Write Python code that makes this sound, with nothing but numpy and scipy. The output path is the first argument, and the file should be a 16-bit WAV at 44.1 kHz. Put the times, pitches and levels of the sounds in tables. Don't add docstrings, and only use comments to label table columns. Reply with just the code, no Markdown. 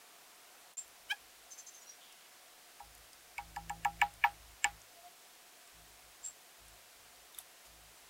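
import sys
import numpy as np
from scipy import signal
from scipy.fft import rfft, irfft, next_fast_len
from scipy.io import wavfile

SR = 44100
rng = np.random.default_rng(int(sys.argv[2]) if len(sys.argv) > 2 else 0)


def inscribe(sig):
    pcm = np.round(np.clip(np.atleast_2d(sig).T, -1, 1) * 32767)
    wavfile.write(sys.argv[1], SR, pcm.astype(np.int16))


def gain_from_decibels(decibels):
    exponent = np.asarray(decibels, float) / 20
    return 10 ** exponent


N = 356813


def band(x, hz, width):
    return signal.lfilter(*signal.iirpeak(hz, hz / width, fs=SR), x)


def noise(hz, width, size=N):
    x = band(rng.standard_normal(size + 2000), hz, width)[2000:]
    return x / np.std(x)


def add(out, s, x):
    i = int(s * SR)
    out[i:i + len(x)] += x[:N - i]


def ring(modes, t, detune, lag=0, step=0):
    hz, db, t60, rise = (c[:, None] for c in np.transpose(modes))
    late = np.maximum(t - lag, 0)
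    swell = (1 - np.exp(-late / rise)) ** 2
    fade = 1000 ** (-late / t60)
    tone = np.sin(2 * np.pi * hz * detune * (t - step))
    return np.sum(gain_from_decibels(db) * swell * fade * tone, axis=0)


# f/Hz, level/dB, t60/s, build-up/s
DEEP = [(520, -30.5, 0.082, 0.0021), (703, -16, 0.13, 0.0092), (815, 0, 0.12, .0026)]
# f/Hz, level/dB, t60/s, build-up/s
HOLLOW = [(939, 1.5, 0.069, 0.0018), (1020, -38, 0.056, .0015)]
# f/Hz, level/dB, t60/s, build-up/s
SIDE = [(1050, 2.5, 0.045, 0.0019), (1123, 2, 0.057, 0.0013), (1221, -2, 0.078, 0.0017),
        (1332, -1, 0.12, .002)]
# f/Hz, level/dB, t60/s, build-up/s
MIDDLE = [(1682, -7, 0.041, 0.0018), (1731, 5, 0.036, 0.00174), (1947, -10.5, 0.057, 0.0016)]
# f/Hz, level/dB, t60/s, build-up/s
KNOCK = [(2237, -1.5, 0.04, 0.0014), (2350, 4, 0.015, .0012), (2580, -4.5, 0.029, 0.0012)]
# f/Hz, level/dB, t60/s, build-up/s
EDGE = [(2830, 3, 0.023, 0.00032), (3100, -13, 0.039, 0.00083), (3350, -12.5, 0.022, 0.00087)]
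# f/Hz, level/dB, t60/s, build-up/s
SHELL = [(4300, -8, 0.011, .0006), (5050, 1, 0.014, 0.00038), (5850, -3, 0.01, 0.00053)]
# f/Hz, level/dB, t60/s, build-up/s
HOOK = [(13100, -4, .035, .001), (13900, 5, .035, .001), (14300, 0, .045, .002), (15120, 2, 0.09, .004),
        (15260, -2, .07, .004)]
# f/Hz, level/dB, t60/s, build-up/s
CRACK = [(7330, 4.5, 0.0059, 0.00037), (7500, -31, .04, 0.0011), (8300, -4.5, 0.0073, 0.00037),
         (6000, -18, 0.0069, .0004)]
# level over force/dB, then dB gained per dB of middle, knock and crack
FOLLOWERS = [
    (-4, -0.08, 0.11, -0.18),
    (-22.5, -0.22, -0.084, -0.27),
    (-6.5, 0.44, 0.5, 0.12),
    (-14.5, 0.4, 0.58, 0.52),
    (-29.8, .15, .22, -.09),
    (-18, -.34, -0.0078, 0.65),
]
DEEP_LAG_S, HOLLOW_LAG_S = 0.0031, 0.0033
IN_STEP_S = 0.01
CREST_SOFT_S, CREST_HARD_S = 0.0028, 0.000824
HARD_DB, HARD_SPAN_DB = -3.5, 2.5
TAIL_DB, TAIL_T60_S, CLICK_T60_S = -19, 0.17, 0.014


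def peck(force_db, mix):
    t = np.arange(int(0.3 * SR)) / SR
    middle_db, knock_db, crack_db = force_db + np.array(mix)
    levels = [force_db + db + np.dot(shares, mix) for db, *shares in FOLLOWERS]
    hollow_db, side_db, edge_db, shell_db, hook_db, click_db = levels
    softness = 1 / (1 + np.exp((mix[2] - HARD_DB) / HARD_SPAN_DB))
    crest_s = CREST_HARD_S + (CREST_SOFT_S - CREST_HARD_S) * softness
    detune = 1 + 0.003 * rng.standard_normal()

    blow = gain_from_decibels(force_db) * ring(DEEP, t, detune, DEEP_LAG_S, IN_STEP_S)
    blow += gain_from_decibels(hollow_db) * ring(HOLLOW, t, detune, HOLLOW_LAG_S, IN_STEP_S)
    blow += gain_from_decibels(side_db) * ring(SIDE, t, detune, HOLLOW_LAG_S)
    blow += gain_from_decibels(middle_db) * ring(MIDDLE, t, detune, 0, crest_s)
    blow += gain_from_decibels(knock_db) * ring(KNOCK, t, detune, 0, crest_s)
    blow += gain_from_decibels(edge_db) * ring(EDGE, t, detune, 0, crest_s)
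    blow += gain_from_decibels(shell_db) * ring(SHELL, t, detune, 0, crest_s)
    blow += gain_from_decibels(hook_db) * ring(HOOK, t, detune, 0, crest_s)
    blow += gain_from_decibels(crack_db) * ring(CRACK, t, detune)
    blow += gain_from_decibels(click_db) * 1000 ** (-t / CLICK_T60_S) * noise(10000, 12000, size=len(t))
    woody = band(band(noise(1440, 1900, size=len(t)), 1700, 4200), 1740, 3800)
    return blow + gain_from_decibels(knock_db + TAIL_DB) * 1000 ** (-t / TAIL_T60_S) * woody


SMEAR_DB, SMEAR_S = -31.5, 0.034


def smear(blow):
    spread = np.hanning(int(2 * SMEAR_S * SR))
    spread = spread * rng.standard_normal(len(spread))
    return gain_from_decibels(SMEAR_DB) * np.convolve(blow[:160], spread) / 10


# t/s, force level/dB, then level over force/dB of the middle notes, bare-wood knock and crack
PECKS = [(2.797, -41, -14, -15.5, -10), (3.3803, -34, -23, 4.5, -5), (3.5614, -31.5, -6.5, -14, -6.5),
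         (3.6958, -29.5, -6.5, -9.5, 0), (3.8478, -20.5, -7.5, -7.5, -7.5), (4.0148, -18.5, -3.5, 0, -8.5),
         (4.2384, -19, -1.5, 2, -27), (4.6430, -24, 2.5, 6, 10)]


def pecks():
    out = np.zeros(N)
    for s, force_db, *mix in PECKS:
        blow = peck(force_db, mix)
        add(out, s, blow)
        add(out, s - SMEAR_S, smear(blow))
    return out


def wobble(hz, width):
    z = signal.hilbert(band(noise(hz, width), hz, width), next_fast_len(N))[:N]
    x = (z / np.abs(z) ** 0.7).real
    return x / np.std(x)


# f/Hz, width/Hz, level/dB, share of the buzz, ring-out t60/s
MOUNT_LINES = [(25, 5, -17, .01, .2), (53.7, 3.2, .1, .01, 0.23), (77.8, 5, -12, .01, .2),
               (106, 4, -7, 0.31, .6), (164, 7.8, -0.6, .99, 0.24), (243, 13, -19, 0.85, .25),
               (288, 24, -18.5, .99, .25), (333, 7, -11, .99, .2)]
# t/s, length/s, level/dB, buzz level of the upper lines/dB
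JOLTS = [(.82, 0.092, -80, -10), (0.998, .07, -77, -10), (1.19, .08, -77, -12), (1.35, .1, -81, -20),
         (2.82, .09, -65, -11.5), (2.95, .07, -65.5, -16), (3.12, 0.22, -78.5, -9), (3.38, 0.16, -61, -6.5),
         (3.555, 0.24, -59, -1.5), (3.82, .24, -56, -4.5), (4.12, .11, -61, -14), (4.255, 0.093, -63.5, -3),
         (4.374, .16, -61, -21), (4.643, 0.11, -60, -9), (4.98, .08, -84, -12), (5.73, .11, -67.5, -5.5),
         (5.87, .08, -71, -10), (6.02, .08, -71.5, -9), (6.2, .1, -75, -9), (6.59, .15, -66, -10.5),
         (6.947, .14, -74.5, -12), (7.154, 0.083, -74, -18), (7.34, .08, -77, -12),
         (7.658, 0.24, -68.5, -9), (8.0, .09, -77, -12)]
JOLT_RISE_S, REST_DB = 0.06, -93.5


def mount():
    t, slow = np.arange(N) / SR, np.arange(0, N / SR + 0.01, 0.002)
    start, length, jolt_db, buzz_db = (c[:, None] for c in np.transpose(JOLTS))
    rise = np.sin(np.pi / 2 * np.clip((slow - start) / JOLT_RISE_S + 0.37, 0, 1)) ** 2
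    since_end = np.maximum(slow - start - length, 0)
    out = np.zeros(N)
    for hz, width, db, share, t60 in MOUNT_LINES:
        shape = rise * 1000 ** (-since_end / t60)
        shaking = np.sum((gain_from_decibels(jolt_db + share * buzz_db) * shape) ** 2, axis=0)
        gain = np.sqrt(gain_from_decibels(REST_DB) ** 2 + shaking)
        out += gain_from_decibels(db) * np.interp(t, slow, gain) * wobble(hz, width)
    return out


def scratch(out, s, db, hz, width, length):
    t = np.arange(-8000, 8000) / SR
    grain = band(noise(hz, width, size=len(t)), hz, 2 * width)
    add(out, s + t[0], gain_from_decibels(db - 3.5) * np.exp(-(t / length) ** 2 * 2) * grain)


# t/s, snap level/dB, squeak level/dB
TEARS = [(7.3478, -40, -52.5), (7.367, -60, -55), (7.3862, -43, -60), (7.3882, -32, -46)]


def suet():
    out = np.zeros(N)
    for s, snap_db, squeak_db in TEARS:
        scratch(out, s, snap_db, hz=11000, width=8000, length=0.00046)
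        scratch(out, s, squeak_db, hz=3590, width=230, length=0.0086)
    return out


# t/s, peak level/dB, f/Hz
CLAWS = [(.736, -49, 9000), (.88, -52, 10000), (1.116, -50, 10500), (2.126, -50, 9000), (2.951, -49, 13500),
         (2.952, -51, 7000), (2.98, -51, 9500), (3.132, -50, 9000), (4.139, -49, 9000),
         (4.818, -48.5, 6500), (5.675, -52, 8500), (6.279, -48, 9500), (6.684, -47.5, 9000)]
# t/s, peak level/dB
SMALL_TICKS = [(2.131, -56), (3.134, -52), (3.383, -48), (3.564, -48), (5.678, -58)]


def claws():
    out = np.zeros(N)
    for s, db, hz in CLAWS:
        scratch(out, s, db, hz, width=0.39 * hz, length=0.0026)
    for s, db in SMALL_TICKS:
        scratch(out, s, db, hz=5000, width=600, length=0.0047)
    return out


# t/s, peak level/dB, f/Hz, width/Hz, length/s
RUSTLES = [(.787, -55, 4000, 5000, .03), (4.658, -54.5, 310, 90, .018), (6.26, -53, 5000, 5000, .035),
           (7.33, -59, 12000, 600, .01), (7.385, -51.5, 1500, 1500, .01),
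           (7.3878, -33, 11000, 1800, 0.0032), (7.39, -53.5, 7000, 9000, .027), (7.401, -57, 800, 300, .02),
           (7.407, -53.5, 10500, 2500, .027), (7.663, -56, 6000, 9000, .02), (7.669, -60, 750, 300, .024)]


def rustles():
    out = np.zeros(N)
    for rustle in RUSTLES:
        scratch(out, *rustle)
    return out


# t/s, f/Hz
YANK_HZ = [(1.09, 735), (1.105, 759), (1.115, 803), (1.125, 846), (1.14, 815)]
# multiple of the pitch, rms level/dB, loudest at t/s, spread/s
YANK = [(1, -40.5, 1.128, .0053), (2, -33.5, 1.117, 0.008), (3, -36, 1.114, .0084),
        (4, -36.5, 1.111, .0084), (5, -47, 1.109, .005), (6, -51.5, 1.12, .006), (7, -50, 1.111, .005),
        (8, -53, 1.111, .005), (10, -69, 1.106, .006), (12, -65, 1.11, .0067)]
YANK_BREATH_DB, YANK_CUT = -54, 0.67


def yank():
    t = np.arange(N) / SR
    phase = 2 * np.pi * np.cumsum(np.interp(t, *np.transpose(YANK_HZ))) / SR

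    def swell(s, spread):
        return np.exp(-((t - s) / np.where(t < s, spread, YANK_CUT * spread)) ** 2 / 2)

    tone = np.zeros(N)
    for k, db, s, spread in YANK:
        tone += gain_from_decibels(db + 3) * swell(s + 0.0017, spread) * np.sin(k * phase)
    breath = (1 + np.sin(phase)) * (noise(9000, 12000) + noise(2000, 2000))
    return tone + gain_from_decibels(YANK_BREATH_DB) * swell(1.116, 0.015) * breath


UPPER_VOICE = 1.155
UPPER_GROWTH = 1.4


def whistles(notes, waver, flutter, breath_db, upper_db):
    out, loudest_db = np.zeros(N), max(note[-1] for note in notes)
    for s, length, hz0, hz1, db in notes:
        u = np.linspace(0, 1, int(length * SR))
        pitch_shake, level_shake = [band(noise(106, 120, size=len(u)), 110, 160) for _ in range(2)]
        glide = hz0 + (hz1 - hz0) * np.sqrt(u)
        phase = 2 * np.pi * np.cumsum(glide * (1 + waver * pitch_shake)) / SR
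        upper = gain_from_decibels(upper_db + UPPER_GROWTH * (db - loudest_db)) * np.sin(UPPER_VOICE * phase[-1] * u)
        tone = np.sin(phase) + upper
        breath = gain_from_decibels(breath_db) * noise(0.93 * hz0, 0.43 * hz0, size=len(u))
        add(out, s, gain_from_decibels(db + 2) * np.sin(np.pi * u) ** 1.3 * ((1 + flutter * level_shake) * tone + breath))
    return out


# t/s, length/s, first f/Hz, last f/Hz, rms level/dB
CHIPS = [(.768, .036, 7050, 7540, -40), (.804, 0.02, 7440, 7400, -55), (6.228, .065, 7200, 7640, -42.5),
         (6.282, .01, 7650, 7650, -50)]


def chips():
    return whistles(CHIPS, waver=0.005, flutter=0.62, breath_db=-21, upper_db=-14.5)


# t/s, length/s, first f/Hz, last f/Hz, rms level/dB
TWITTER = [(1.502, 0.037, 6450, 6150, -51.5), (1.575, .028, 6350, 6250, -50.5),
           (1.660, 0.029, 6330, 6290, -51), (1.735, 0.025, 6140, 6330, -56), (1.762, .03, 6300, 6250, -63),
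           (1.815, .021, 6700, 6900, -59)]
# t/s, length/s, first f/Hz, last f/Hz, rms level/dB
TRAIL = [(1.77, .1, 5630, 5740, -67), (1.86, 0.032, 5700, 5780, -60), (1.872, .017, 4250, 4200, -63),
         (1.888, 0.021, 5850, 5680, -51), (1.92, .028, 5800, 5680, -64)]


def twitter():
    rough = whistles(TWITTER, waver=0.017, flutter=0.5, breath_db=-9, upper_db=-4.5)
    return rough + whistles(TRAIL, waver=0.004, flutter=0.47, breath_db=-14, upper_db=-16)


# t/s, length/s, first f/Hz, last f/Hz, rms level/dB
HOOT = [(4.945, 0.086, 690, 685, -59), (5.025, 0.072, 703, 713, -52)]


def hoot():
    return whistles(HOOT, waver=0, flutter=0, breath_db=-40, upper_db=-40)


# t/s, peak level/dB, f/Hz, length/s
RASP = [(2.046, -57, 3300, .062), (2.11, -58, 3050, .04), (2.199, -63.5, 3200, .12)]


def rasp():
    out = np.zeros(N)
    for s, db, hz, length in RASP:
        scratch(out, s, db, hz, width=850, length=length)
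    return out


ECHO_T60_S = 0.12


def echoes(x, db):
    t = np.arange(int(0.25 * SR)) / SR
    hits = rng.standard_normal(len(t)) * (rng.random(len(t)) < 0.02)
    reply = hits * 1000 ** (-t / ECHO_T60_S) * (t > 0.003)
    return x + gain_from_decibels(db) * signal.fftconvolve(x, reply / np.linalg.norm(reply))[:N]


# f/Hz, width/Hz, level/dB
HUM = [(727, 24.5, -76.5), (690, 52, -77.5)]
HUM_WAVER_DB, HUM_WAVER_HZ = 3, 3.6


def hum():
    waver = gain_from_decibels(HUM_WAVER_DB * noise(HUM_WAVER_HZ, 2 * HUM_WAVER_HZ))
    return waver * sum(gain_from_decibels(db) * wobble(hz, width) for hz, width, db in HUM)


# f/Hz, level per Hz/dB
HISS = [(25, -17.5), (60, -29), (100, -23.5), (290, -12), (600, -8), (2000, -9), (9000, -13.5),
        (15500, -17.5)]
HISS_DB = -59
SPLICE_S = 0.7685


def hiss():
    t, hz = np.arange(N) / SR, np.maximum(np.fft.rfftfreq(N, 1 / SR), 1)
    at, db = np.transpose(HISS)
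    colour = gain_from_decibels(np.interp(np.log(hz), np.log(at), db))
    x = irfft(rfft(rng.standard_normal(N)) * colour, N)
    traffic = gain_from_decibels(-69.5) * (t < SPLICE_S) * noise(1080, 460)
    whine = gain_from_decibels(-80) * (t > 4.8) * noise(8000, 150)
    return gain_from_decibels(HISS_DB) * x / np.std(x) + traffic + whine


PATCHES_PER_S, PATCH_S, PATCH_DB, PATCH_WIDTH_HZ = 4.5, 0.03, -74, 1500


def treble_patches():
    out, size = np.zeros(N), int(PATCH_S * SR)
    for when, where in rng.random((int(PATCHES_PER_S * N / SR), 2)):
        hz = 4400 + 9600 * where
        limits = [hz - PATCH_WIDTH_HZ / 2, hz + PATCH_WIDTH_HZ / 2]
        edges = signal.butter(6, limits, "band", fs=SR, output="sos")
        patch = signal.sosfilt(edges, rng.standard_normal(2 * size))[size:]
        add(out, when * N / SR, np.hanning(size) * patch)
    return gain_from_decibels(PATCH_DB) * np.sqrt(SR / 2 / PATCH_WIDTH_HZ) * out * np.array([[1], [-1]])


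def scene():
    bird = pecks() + mount() + suet() + claws() + rustles()
    neighbours = echoes(yank(), db=-13.5) + echoes(chips(), db=-3) + echoes(twitter(), db=0) + hoot() + rasp()
    mono = bird + neighbours + hum() + hiss()
    return np.array([mono, mono])


def band_limit(x):
    return signal.sosfilt(signal.butter(12, 16310, fs=SR, output="sos"), x)


FADE_S, ENTER_S, TOP_HZ = 0.056, 0.0027, 15750


def record(dry):
    t = np.arange(N) / SR - SPLICE_S
    fade_out = np.clip(-t / FADE_S, 0, 1) ** 1.2
    gain = np.where(t < 0, fade_out, np.clip(t / ENTER_S, 0, 1))
    lowpass = signal.ellip(8, 0.3, 60, TOP_HZ, fs=SR, output="sos")
    mix = signal.sosfilt(lowpass, (dry + treble_patches()) * gain)
    return band_limit(mix)


dry = scene()
out = record(dry)
inscribe(out)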